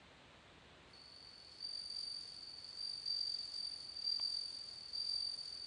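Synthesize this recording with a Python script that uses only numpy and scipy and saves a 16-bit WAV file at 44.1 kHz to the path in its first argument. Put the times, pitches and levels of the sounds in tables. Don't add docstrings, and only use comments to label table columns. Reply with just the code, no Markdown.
import sys
import numpy as np
from scipy import signal
from scipy.fft import rfft, irfft
from scipy.io import wavfile
from scipy.ndimage import uniform_filter1d

SR = 44100
rng = np.random.default_rng(int(sys.argv[2]) if len(sys.argv) > 2 else 0)


def dump(signal):
    limited = np.clip(np.atleast_2d(signal).T, -1, 1)
    pcm = np.round(limited * 32767).astype(np.int16)
    wavfile.write(sys.argv[1], SR, pcm)


N = 249606
TIME = np.arange(N) / SR

# t/s, f/Hz
BEAT_RATE = [(0.95, 47.8), (1.2, 47.6), (1.5, 42.5), (1.72, 48.8), (2.0, 44.9), (2.65, 46.8), (2.9, 49.1),
             (3.25, 45.2), (3.85, 45.8), (4.0, 35.9), (4.17, 45.0), (4.6, 44.3), (4.85, 39.2), (5.1, 45.2),
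             (5.66, 42.1)]
# t/s, level/dB
SOFT_TRILL = [(.95, -60), (1.2, -58.5), (1.55, -59.5), (2.45, -53.5), (3.85, -51), (4.8, -52.5),
              (5.66, -49)]
# start/s, hold/s, tone level/dB, octave level/dB
SWELLS = [(1.594, 0.42, -45.5, -66.5), (1.929, 0.23, -45, -66.5), (2.766, .14, -43.5, -64.5),
          (3.044, 0.0971, -38, -72), (3.162, .22, -42, -71.5), (3.513, 0.17, -44.5, -65.5),
          (3.946, 0.15, -47.5, -75.5), (4.032, 0.092, -38, -71.5), (4.184, 0.22, -41, -64.5),
          (4.519, 0.024, -47.5, -76.5), (4.922, .1, -41.5, -64), (5.05, .24, -40.5, -63)]
# f/Hz, relative density/dB
RASP_SPECTRUM = [(2500, -23.5), (3850, 5), (4040, -7.5), (4220, 11), (4900, 9.5), (5400, 2.5), (5720, -9),
                 (6050, 0.5), (6450, -10), (6900, 0), (7250, -19.5), (7600, 0), (8100, -13), (8900, -11.5),
                 (9400, 4), (10200, -42.5)]
# t/s, level/dB
RASP_LEVEL = [(.8, -89), (.92, -73), (1.2, -71), (1.55, -66), (1.95, -60), (2.3, -62.5), (2.45, -67),
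              (2.85, -61), (3.65, -60), (3.95, -62.5), (4.36, -60), (4.8, -63), (5.02, -60), (5.66, -61.5)]
# delay/s, level/dB
WALL_ECHOES = [(.0012, -16), (.0028, -11)]
# t/s, level/dB
KNOCKS = [(4.1976, -43)]
# f/Hz, relative level/dB, t60/s
KNOCK_MODES = [(660, -11.5, 0.036), (885, -3, 0.021), (1080, 3.5, 0.0062), (2420, -6.5, 0.0091),
               (3200, -3.5, 0.0081)]
# f/Hz, relative density/dB
HISS_SPECTRUM = [(15, -55.5), (25, -21), (42, -4.5), (70, 0.5), (186, -5.5), (233, -5.5), (394, -7),
                 (546, -7.5), (1020, -10), (2460, -12), (3960, -13), (4260, -16.5), (5210, -27),
                 (8180, -28.5), (10000, -41.5), (13000, -88), (22000, -120)]
# t/s, level/dB
HISS_LEVEL = [(0, -62), (.88, -62), (1.05, -65), (1.6, -65.5), (5.66, -65.5)]


def cricket(start_s=.93, wing_hz=4657, light_flat_hz=83.9, bite_lift_hz=34.54, light_db=-56, span_db=14):
    tone_gain, octave_gain = song_gains()
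    level_db = 20 * np.log10(tone_gain) + drift(20)
    biting = bite()
    effort = np.clip((level_db - light_db) / span_db, 0, 1) + .5 * biting
    pitch_hz = wing_hz - light_flat_hz * from_db(light_db - level_db) + bite_lift_hz * biting
    drive, bend_hz = wing_strokes(effort)
    phase = 2 * np.pi * np.cumsum(pitch_hz + bend_hz + 10 * drift(300)) / SR
    tone = from_db(level_db) * wing_tone(drive, phase)
    octave = octave_gain * wing_octave(drive, phase)
    singing = np.clip((TIME - start_s) / .01, 0, 1)
    return singing * (tone + octave) + file_rasp(drive)


def song_gains(soft_octave_db=-21.5):
    soft = from_db(in_time(SOFT_TRILL)[0])
    tone_power = soft ** 2
    octave_power = (soft * from_db(soft_octave_db)) ** 2
    for start_s, hold_s, tone_db, octave_db in SWELLS:
        tone = swell(start_s, hold_s, attack_s=.045, tiring_db_per_s=10, release_db_per_s=74.5)
        octave = swell(start_s, hold_s, attack_s=.07, tiring_db_per_s=0, release_db_per_s=49)
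        tone_power += (from_db(tone_db) * tone) ** 2
        octave_power += (from_db(octave_db) * octave) ** 2
    return np.sqrt(tone_power), np.sqrt(octave_power)


def swell(start_s, hold_s, attack_s, tiring_db_per_s, release_db_per_s):
    age_s = np.maximum(TIME - start_s, 0)
    loss_db = tiring_db_per_s * age_s + release_db_per_s * np.maximum(age_s - hold_s, 0)
    return np.minimum(age_s / attack_s, 1) * from_db(-loss_db)


def bite(rise_s=.0142, fade_s=.17):
    ages_s = [np.maximum(TIME - start_s, 0) for start_s, *_ in SWELLS]
    return sum(np.minimum(age_s / rise_s, 1) * np.exp(-(age_s / fade_s) ** 2) for age_s in ages_s)


def wing_strokes(effort, opening_db=-9.5, uneven_db=2.5, detune_hz=14, glide_hz=40):
    beats = np.cumsum(in_time(BEAT_RATE)[0]) / SR
    per_beat = rng.standard_normal((400, 5))[beats.astype(int)]
    timing, open_force, close_force, detune, sag_spread = per_beat.T
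    place = beats % 1 + .021 * timing
    opening = contact(place, peak=.14, rise=.07 + .06 * effort, fall=.07 + .23 * effort)
    closing = contact(place, peak=.59, rise=.075 + .175 * effort, fall=.115)
    drive = opening * from_db(opening_db + uneven_db * open_force)
    drive += closing * from_db(uneven_db * close_force)
    slowing = np.clip((place - .54) / .2, 0, 1.15) ** 2 + contact(place, peak=0, rise=.16, fall=.19)
    sag_hz = sag_depth_hz(effort) * slowing * from_db(2.9 * sag_spread)
    glide = np.clip(1 - 2 * place, -.5, .5)
    return drive, detune_hz * detune + glide_hz * glide - sag_hz


def contact(place, peak, rise, fall):
    return np.exp(-np.abs((place - peak) / np.where(place < peak, rise, fall)) ** 3)


def sag_depth_hz(effort, light_hz=104.2, full_hz=64.9, slack_hz=44.9, lag_s=.14, width_s=.06):
    slack = sum(np.exp(-((TIME - start_s - hold_s - lag_s) / width_s) ** 2)
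                for start_s, hold_s, *_ in SWELLS)
    return light_hz + (full_hz - light_hz) * effort + slack_hz * slack


def wing_tone(drive, phase):
    tone_band = signal.butter(3, [4330, 4730], "band", fs=SR, output="sos")
    strokes = signal.sosfilt(tone_band, drive * np.sin(phase))
    clumps = levelled(enclosure(strokes, tail_db=-1, t60_s=.17), window_samples=1900)
    return rms_one(np.tanh(clumps / 2.1))


def wing_octave(drive, phase, sharp_hz=45.3):
    overtone = drive ** .39 * np.sin(2 * phase + 2 * np.pi * sharp_hz * TIME)
    return levelled(enclosure(overtone, tail_db=-11.5, t60_s=.16), window_samples=1500)


def file_rasp(drive, steady=.85, grit_db=1.8, snag_db=3):
    teeth = coloured_noise(RASP_SPECTRUM) * (drive + steady)
    roughness_db = grit_db * drift(130) + snag_db * np.maximum(drift(70) - 1, 0)
    rasp = rms_one(enclosure(teeth * from_db(roughness_db), tail_db=-6, t60_s=.22))
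    return from_db(in_time(RASP_LEVEL)[0] + drift(5.5)) * rasp


def enclosure(x, tail_db, t60_s):
    t = TIME[:SR // 2]
    tail = rng.standard_normal(len(t)) * from_db(-60 * t / t60_s)
    response = from_db(tail_db) * tail / np.sqrt(np.sum(tail ** 2))
    response[0] += 1
    for delay_s, db in WALL_ECHOES:
        response[round(delay_s * SR)] += from_db(db)
    return signal.fftconvolve(x, response)[:N]


def knock():
    clicks = np.zeros(N)
    for t_s, db in KNOCKS:
        clicks[round(t_s * SR)] = from_db(db)
    return sum((-1) ** k * from_db(db) * ring(clicks, hz, t60_s)
               for k, (hz, db, t60_s) in enumerate(KNOCK_MODES))


def ring(clicks, hz, t60_s):
    radius = from_db(-60 / (t60_s * SR))
    step_rad = 2 * np.pi * hz / SR
    feedback = [1, -2 * radius * np.cos(step_rad), radius ** 2]
    return signal.lfilter([0, np.sin(step_rad)], feedback, clicks + 1e-18)


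def hiss():
    return from_db(in_time(HISS_LEVEL)[0]) * coloured_noise(HISS_SPECTRUM)


def coloured_noise(spectrum):
    hz, db = np.transpose(spectrum)
    bins_hz = np.maximum(np.fft.rfftfreq(N, 1 / SR), 1)
    gain = from_db(np.interp(np.log(bins_hz), np.log(hz), db))
    return rms_one(irfft(rfft(rng.standard_normal(N)) * gain, N))


def drift(rate_hz):
    lowpass = signal.butter(2, rate_hz, fs=SR, output="sos")
    return rms_one(signal.sosfilt(lowpass, rng.standard_normal(N + SR))[SR:])


def levelled(x, window_samples):
    power = uniform_filter1d(uniform_filter1d(x ** 2, window_samples), window_samples // 2)
    return x / np.sqrt(np.maximum(power, 0) + 1e-9)


def in_time(rows):
    t_s, *columns = np.transpose(rows)
    return [np.interp(TIME, t_s, column) for column in columns]


def from_db(db):
    return 10 ** (np.asarray(db) / 20)


def rms_one(x):
    return x / np.sqrt(np.mean(x ** 2) + 1e-20)


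def scene():
    return (cricket() + knock() + hiss())[None, :]


def record(dry):
    low_hz, high_hz = 38, 10150
    thin = signal.sosfilt(signal.butter(4, low_hz, "high", fs=SR, output="sos"), dry)
    return signal.sosfilt(signal.ellip(10, .2, 70, high_hz, fs=SR, output="sos"), thin)


dry = scene()
out = record(dry)
dump(out)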